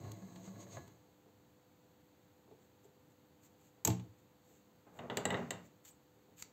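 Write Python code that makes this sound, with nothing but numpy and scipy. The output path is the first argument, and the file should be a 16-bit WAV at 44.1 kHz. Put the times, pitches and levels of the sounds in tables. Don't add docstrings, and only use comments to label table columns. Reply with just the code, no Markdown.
import sys
import numpy as np
from scipy import signal
from scipy.io import wavfile
from scipy.ndimage import uniform_filter1d

SR = 44100
rng = np.random.default_rng(int(sys.argv[2]) if len(sys.argv) > 2 else 0)


def dump(signal):
    limited = np.clip(np.atleast_2d(signal).T, -1, 1)
    pcm = np.round(limited * 32767).astype(np.int16)
    wavfile.write(sys.argv[1], SR, pcm)


N = 287532

# frequency in Hz, level in dB.
AIR_COLOUR = [(25, -19), (48, -13), (70, -1.5), (105, 3.5), (300, -2), (500, -7), (900, -12), (1500, -15.5),
              (2500, -20), (7000, -21), (15500, -24)]
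BRUSH_COLOUR = [(300, -17.5), (1200, -8), (2500, -5.5), (4500, -5.5), (6200, -0.5), (7300, 5), (8500, 1),
                (12000, -3.5), (15500, -7)]
BUMP_COLOUR = [(60, -21.5), (120, 1), (250, -2.5), (350, 1.5), (430, 7.5), (520, -10.5), (850, -6),
               (1400, -26), (4000, -31), (9000, -43)]
WOOD_COLOUR = [(50, -30), (90, -1.5), (180, 2), (320, -0.5), (430, 5), (800, -1.5), (1200, -6.5),
               (1900, -15.5), (2500, -21.5), (3800, -41), (5500, -32), (15000, -52)]
HANDLE_COLOUR = [(300, -10), (900, 1), (1400, -9), (1980, 12), (2350, -12.5), (2850, 5), (3200, -5),
                 (3800, 0.5), (4500, -18), (8000, -25), (15000, -47.5)]
BLADE_COLOUR = [(1000, -16.5), (3000, -9), (5000, -8.5), (6500, -6.5), (7300, 0.5), (7680, 5.5),
                (8100, 1.5), (9000, -3), (12500, -18.5), (15200, -21)]
SNIP_COLOUR = [(150, 3), (600, -7), (1300, -1.5), (1800, -6), (2200, 0.5), (3100, -8.5), (4000, -1),
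               (5500, 4), (7800, 3.5), (12000, -10), (15500, -15)]
WHIR_COLOUR = [(60, -20.5), (130, 3.5), (330, 4.5), (650, 0), (780, -8.5), (1100, -4.5), (1400, -23.5),
               (2000, -13.5), (2800, -31), (4200, -37), (6000, -43)]
SLIDE_COLOUR = [(500, -34), (2500, -10), (4300, -7), (5600, -5.5), (6700, 5), (7200, -4), (8200, -1.5),
                (12000, -15), (13800, -8.5), (15500, -13)]
CLUNK_COLOUR = [(80, -12), (250, -6), (520, 6), (680, 5.5), (800, -4), (1150, -3), (1400, -9), (1750, -6),
                (2100, -10), (2600, -23), (4100, -21), (6000, -30), (12000, -38)]
SNAP_COLOUR = [(500, -24), (1500, -29), (3400, -11), (4500, -12), (6000, 6), (7600, 2.5), (8600, -2),
               (12000, -2.5), (13300, 0), (15500, -11)]
RATTLE_COLOUR = [(150, -1.5), (450, 0), (1000, 9), (1400, 0), (2200, 1.5), (4000, 1), (7000, -1.5),
                 (9000, -1.5), (15000, -24)]
THUD_COLOUR = [(30, -45), (60, -20), (110, 3), (250, -4), (450, -12.5), (900, -17.5), (1500, -30),
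               (6000, -60.5)]
MIC_COLOUR = [(4650, -1), (4950, -11), (6000, -7.5), (6400, 0), (7700, -2), (8400, -9), (8900, -22.5),
              (10000, -27.5), (11450, -22.5), (11800, -4), (13200, -1)]

# pitch in Hz, level in dB, ring time in seconds.
PANEL_NOTES = [(396, -7, 0.15), (435, 1, 0.198), (669, -13, 0.152)]
BOX_NOTES = [(120, -4, 0.4), (182, -4.5, 0.3), (241, -1.5, 0.32), (404.4, 1.5, 0.13), (445, 3, 0.089),
             (531, -5, 0.2), (686, -1, 0.29), (801, -1, 0.27)]
CATCH_NOTES = [(4750, -13.5, .03), (6240, -7.5, 0.028), (7400, -2.5, 0.0406), (7700, -1, .04)]
FRAME_NOTES = [(91.2, -4.5, 0.175), (105.7, 0, 0.2), (119, 1.5, .33), (140, -15.5, 0.21), (182.7, -3, .36),
               (239, -9.5, 0.23), (307, -6.5, .2), (321.6, -4.5, 0.202), (361, -7.5, .14), (438, -5, 0.13),
               (675, -8.5, 0.11), (788, -14.5, 0.21), (876, -6.5, 0.16), (1065, -23, .26), (1124, -33, .2)]

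# frequency in Hz, ring time in seconds.
ROOM_RING_TIMES = [(100, 0.65), (1000, .35), (4000, 0.33), (8000, 0.23), (15000, .17)]
WOOD_RING_TIMES = [(100, 0.67), (500, 0.22), (2000, 0.42), (8000, 1)]

# middle in seconds, length in seconds, peak level in dB.
BRUSHES = [(2.63, 0.11, -74.5), (2.848, 0.048, -67.5), (3.116, 0.055, -76), (3.45, 0.094, -63.5),
           (3.649, 0.2, -71), (4.195, .05, -72.5), (4.52, 0.27, -70.5), (4.971, 0.11, -68),
           (5.658, 0.069, -67.5), (5.854, 0.012, -57), (5.876, 0.092, -56), (6.404, 0.097, -54.5)]
DRAGS = [(5.025, 0.26, -54)]
GEAR_DRONE = [(.38, 1.15, -56.5)]
HEAVES = [(.08, .26, -48.5), (.575, 0.11, -58), (.785, .14, -51.5)]
SCRAPES = [(.07, 0.19, -72), (.462, 0.11, -62.5), (.618, 0.083, -59.5), (.74, 0.14, -60)]

# pitch in Hz, level in dB.
HUM_TONES = [(200, -84.5), (300, -76), (400, -86), (500, -75), (700, -89.5), (800, -85.5), (900, -86),
             (1000, -89.5)]
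# start in seconds, level in dB.
BUMPS = [(1.081, -69), (1.261, -64.5), (2.478, -62), (2.512, -56), (2.845, -62), (3.775, -67.5),
         (4.5, -64.5), (6.16, -71), (6.285, -65), (6.45, -69.5)]
# start in seconds, then wood, handle and blade levels in dB.
SCISSOR_KNOCKS = [(4.868, -58, -83, -92), (4.9896, -44, -52, -67), (5.035, -47, -76, -91),
                  (5.0994, -39.5, -42, -65), (5.171, -35.5, -39, -35), (5.2533, -34, -36, -33),
                  (5.3043, -42, -36, -47), (5.318, -37, -65, -65), (5.325, -36.5, -65, -58),
                  (5.3424, -39, -39, -64), (5.371, -41, -55, -67), (5.392, -46.5, -68, -78),
                  (5.5065, -42.5, -40.5, -37.5)]
# pitch in Hz, width in Hz, level in dB.
GEAR_WHINE = [(320.4, 19, -2.5), (562, 7.7, -5.5), (668, 14, -1), (1078, 16, -6), (1974, 120, -12.5),
              (3990, 190, -10.5)]
# start in seconds, knock in dB, big gear's boom in dB.
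GEAR_CLUNKS = [(.047, -58, -60), (0.094, -70, -68), (.222, -64, -52), (.285, -69, -62), (0.3593, -61, -53),
               (0.477, -58, -49), (.558, -61, -53.5), (0.6681, -61, -62), (0.7707, -47.5, -62)]
# start in seconds, steel click in dB, rattle in dB, thump of the frame in dB.
BLOWS = [(.039, -80, -64, -72), (0.3588, -80, -58.5, -61), (.877, -71, -65, -65), (3.8495, -30, -38.5, -41),
         (3.874, -36.5, -38, -31), (3.902, -59.5, -45, -57), (3.997, -77, -60, -62)]


def amp(db):
    return 10 ** (np.asarray(db) / 20)


def unit(x):
    return x / np.sqrt(np.mean(x ** 2) + 1e-20)


def unit_attack(x):
    return x / np.sqrt(np.mean(x[:SR // 100] ** 2) + 1e-20)


def look_up(table, hz):
    row_hz, value = np.transpose(table)
    return np.interp(np.log(hz + 1), np.log(row_hz + 1), value)


def add(mix, start_s, sound):
    part = mix[max(round(start_s * SR), 0):][:len(sound)]
    part += sound[:len(part)]


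def colour(x, tone, size=4096):
    hz = abs(np.fft.fftfreq(size, 1 / SR))
    log_gain = np.log(amp(look_up(tone, hz)))
    taps = np.fft.ifft(np.exp(np.conj(signal.hilbert(log_gain)))).real
    return signal.fftconvolve(x, taps[:size // 2])[:len(x)]


def resonate(x, hz, width_hz):
    pole = np.exp(-np.pi * width_hz / SR) * np.exp(2j * np.pi * hz / SR)
    return unit(signal.lfilter([1], [1, -pole], x).real)


def steady(x, span_s=0.04):
    power = abs(uniform_filter1d(x ** 2, int(span_s * SR)))
    return x / np.sqrt(power + .02)


def friction(grain_db):
    slips = rng.standard_normal(N)
    sizes = amp(grain_db * np.minimum(rng.exponential(1, N), 5))
    return unit(slips * sizes)


def swells(rows):
    t = np.arange(N) / SR
    return sum(amp(db) * np.cos(np.pi * np.clip((t - middle) / length, -.5, .5)) ** 2
               for middle, length, db in rows)


def ring(notes):
    t = np.arange(SR * 3 // 4) / SR
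    return unit_attack(sum(amp(db - 60 * t / t60) * np.sin(2 * np.pi * hz * t) * (-1) ** k
                           for k, (hz, db, t60) in enumerate(notes)))


def dense_ring(ring_times, size=256):
    hz, t, bands = signal.stft(rng.choice([-1., 1.], SR // 2), SR, nperseg=size)
    fade = amp(-60 * t / look_up(ring_times, hz)[:, None])
    return signal.istft(bands * fade, SR, nperseg=size)[1]


def chatter(samples, t60):
    t = np.arange(samples) / SR
    return rng.choice([-1., 1.], samples) * amp(-60 * t / t60)


def click(tone, t60):
    return unit_attack(colour(chatter(SR // 2, t60), tone))


def tick(tone, chatter_db, t60):
    tail = chatter(SR // 4, t60)
    force = signal.unit_impulse(len(tail)) + amp(chatter_db) * tail / np.linalg.norm(tail)
    return unit_attack(colour(force, tone))


def vary(tone, spread_db):
    hz, db = np.transpose(tone)
    return np.column_stack([hz, db + spread_db * rng.uniform(-0.95, 1, len(db))])


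def background():
    t = np.arange(N) / SR
    hum = sum(amp(db) * np.sqrt(2) * np.sin(2 * np.pi * (hz * t + rng.random())) for hz, db in HUM_TONES)
    return amp(-67.5) * unit(colour(rng.standard_normal(N), AIR_COLOUR)) + hum


def room_echo(x, delay_s=.005):
    tail = np.concatenate([np.zeros(int(delay_s * SR)), dense_ring(ROOM_RING_TIMES)])
    return signal.fftconvolve(x, tail / np.linalg.norm(tail))[:N]


def thread_zip(taut_hz=9500, slack_hz=6950, sag_s=.016, jitter=0.089, rise_s=0.0053, t60=0.06):
    t = np.arange(SR // 10) / SR
    hz = slack_hz + (taut_hz - slack_hz) * np.exp(-t / sag_s)
    cycles = np.cumsum(hz * (1 + jitter * rng.standard_normal(len(t)))) / SR
    rise = np.minimum(t / rise_s, 1)
    fade = amp(-60 * np.maximum(t - rise_s, 0) / t60)
    return rise * fade * np.sin(2 * np.pi * cycles)


def hands(zip_s=5.902):
    out = swells(BRUSHES) * unit(colour(friction(grain_db=4), BRUSH_COLOUR))
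    for start, db in BUMPS:
        add(out, start, amp(db - 2.5) * tick(BUMP_COLOUR, chatter_db=6.5, t60=0.28))
        add(out, start, amp(db - 2.5) * ring(PANEL_NOTES))
    add(out, zip_s, amp(-49.5) * thread_zip())
    return out


def box_knocks():
    out = swells(DRAGS) * unit(colour(friction(grain_db=4.5), WOOD_COLOUR))
    box = ring(BOX_NOTES)
    for start, wood_db, handle_db, _ in SCISSOR_KNOCKS:
        boards = unit_attack(colour(dense_ring(WOOD_RING_TIMES), WOOD_COLOUR))
        add(out, start, amp(wood_db - 3.5) * boards)
        add(out, start, amp(wood_db - 8) * tick(WOOD_COLOUR, chatter_db=7, t60=0.081))
        add(out, start, amp(wood_db - 6) * box)
        add(out, start, amp(handle_db) * click(vary(HANDLE_COLOUR, spread_db=1.5), t60=0.042))
    return out


def scissor_blades(snip_s=6.4242):
    out = np.zeros(N)
    for start, _, _, blade_db in SCISSOR_KNOCKS:
        add(out, start, amp(blade_db) * click(vary(BLADE_COLOUR, spread_db=3), t60=0.021))
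    add(out, snip_s, amp(-42.5) * tick(SNIP_COLOUR, chatter_db=10, t60=0.013))
    return out


def motion(let_go_s=0.82, fade_db_per_s=72):
    coasting_s = np.maximum(np.arange(N) / SR - let_go_s, 0)
    return amp(-fade_db_per_s * coasting_s)


def handwheel(hz=1690, t60=.3):
    singing = steady(resonate(friction(grain_db=-2), hz, width_hz=5.9))
    out = amp(-83) * motion() * singing
    for start, knock_db, _ in GEAR_CLUNKS:
        add(out, start, amp(knock_db - 14.5) * ring([(hz, 0, t60)]))
    return out


def crank(gear_hz=188, gear_t60=0.28, scrape_top_hz=9500, tick_s=.1175):
    turning, heave, scrape = motion(), swells(HEAVES), swells(SCRAPES)
    base = resonate(friction(grain_db=2.5), hz=106.2, width_hz=7.9)
    base = steady(resonate(base, hz=113, width_hz=22))
    big_gear = resonate(friction(grain_db=1.6), gear_hz, width_hz=13)
    big_gear = steady(resonate(big_gear, gear_hz, width_hz=24))
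    rub = friction(grain_db=2.5)
    whine = unit(sum(amp(db) * resonate(rub, hz, width) for hz, width, db in GEAR_WHINE))
    whir = unit(colour(rub, WHIR_COLOUR)) + amp(-4) * whine
    sliding = unit(colour(friction(grain_db=3.5), SLIDE_COLOUR))
    scraping = colour(friction(grain_db=4), SLIDE_COLOUR)
    scraping = unit(signal.lfilter(*signal.butter(2, scrape_top_hz, fs=SR), scraping))
    out = (amp(-62) * turning + heave) * base
    out += swells(GEAR_DRONE) * big_gear
    out += (amp(-63) * turning + amp(-12.5) * heave + amp(-5) * scrape) * whir
    out += amp(-68) * turning * sliding + amp(2.5) * scrape * scraping
    add(out, tick_s, amp(-52) * click(SLIDE_COLOUR, t60=0.022))
    for start, knock_db, boom_db in GEAR_CLUNKS:
        add(out, start, amp(knock_db) * tick(CLUNK_COLOUR, chatter_db=4, t60=0.075))
        add(out, start, amp(boom_db) * ring([(gear_hz, 0, gear_t60)]))
    return out


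def machine_blows(rebound_s=.0019, frame_lag_s=.0028):
    out, frame = np.zeros(N), ring(FRAME_NOTES)
    for start, click_db, rattle_db, thump_db in BLOWS:
        add(out, start, amp(click_db) * click(SNAP_COLOUR, t60=.016))
        add(out, start, amp(click_db - 1) * ring(CATCH_NOTES))
        add(out, start + rebound_s, amp(click_db + 0.5) * click(SNAP_COLOUR, t60=.019))
        rattle = click(RATTLE_COLOUR, t60=0.036) + amp(-6.5) * click(RATTLE_COLOUR, t60=0.2)
        add(out, start, amp(rattle_db) * unit_attack(rattle))
        add(out, start + frame_lag_s, amp(thump_db) * frame)
        add(out, start + frame_lag_s, amp(thump_db - 3.5) * tick(THUD_COLOUR, chatter_db=6, t60=0.12))
    return out


def scene():
    blows, box, blades = machine_blows(), box_knocks(), scissor_blades()
    turning = crank() + handwheel()
    touches = hands()
    echo = room_echo(amp(-12) * (blows + blades + touches) + amp(-10) * box + amp(-14.5) * turning)
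    return (blows + box + blades + turning + touches + echo + background())[None]


def record(dry, low_cut_hz=62, high_cut_hz=15750):
    low_cut = signal.butter(3, low_cut_hz, "high", fs=SR, output="sos")
    heard = signal.sosfilt(low_cut, colour(dry[0], MIC_COLOUR))
    hiss = amp(-88.5) * rng.standard_normal(N)
    high_cut = signal.firwin(511, high_cut_hz, window=("kaiser", 9), fs=SR)
    return signal.fftconvolve(heard + hiss, high_cut, "same")[None]


dry = scene()
out = record(dry)
dump(out)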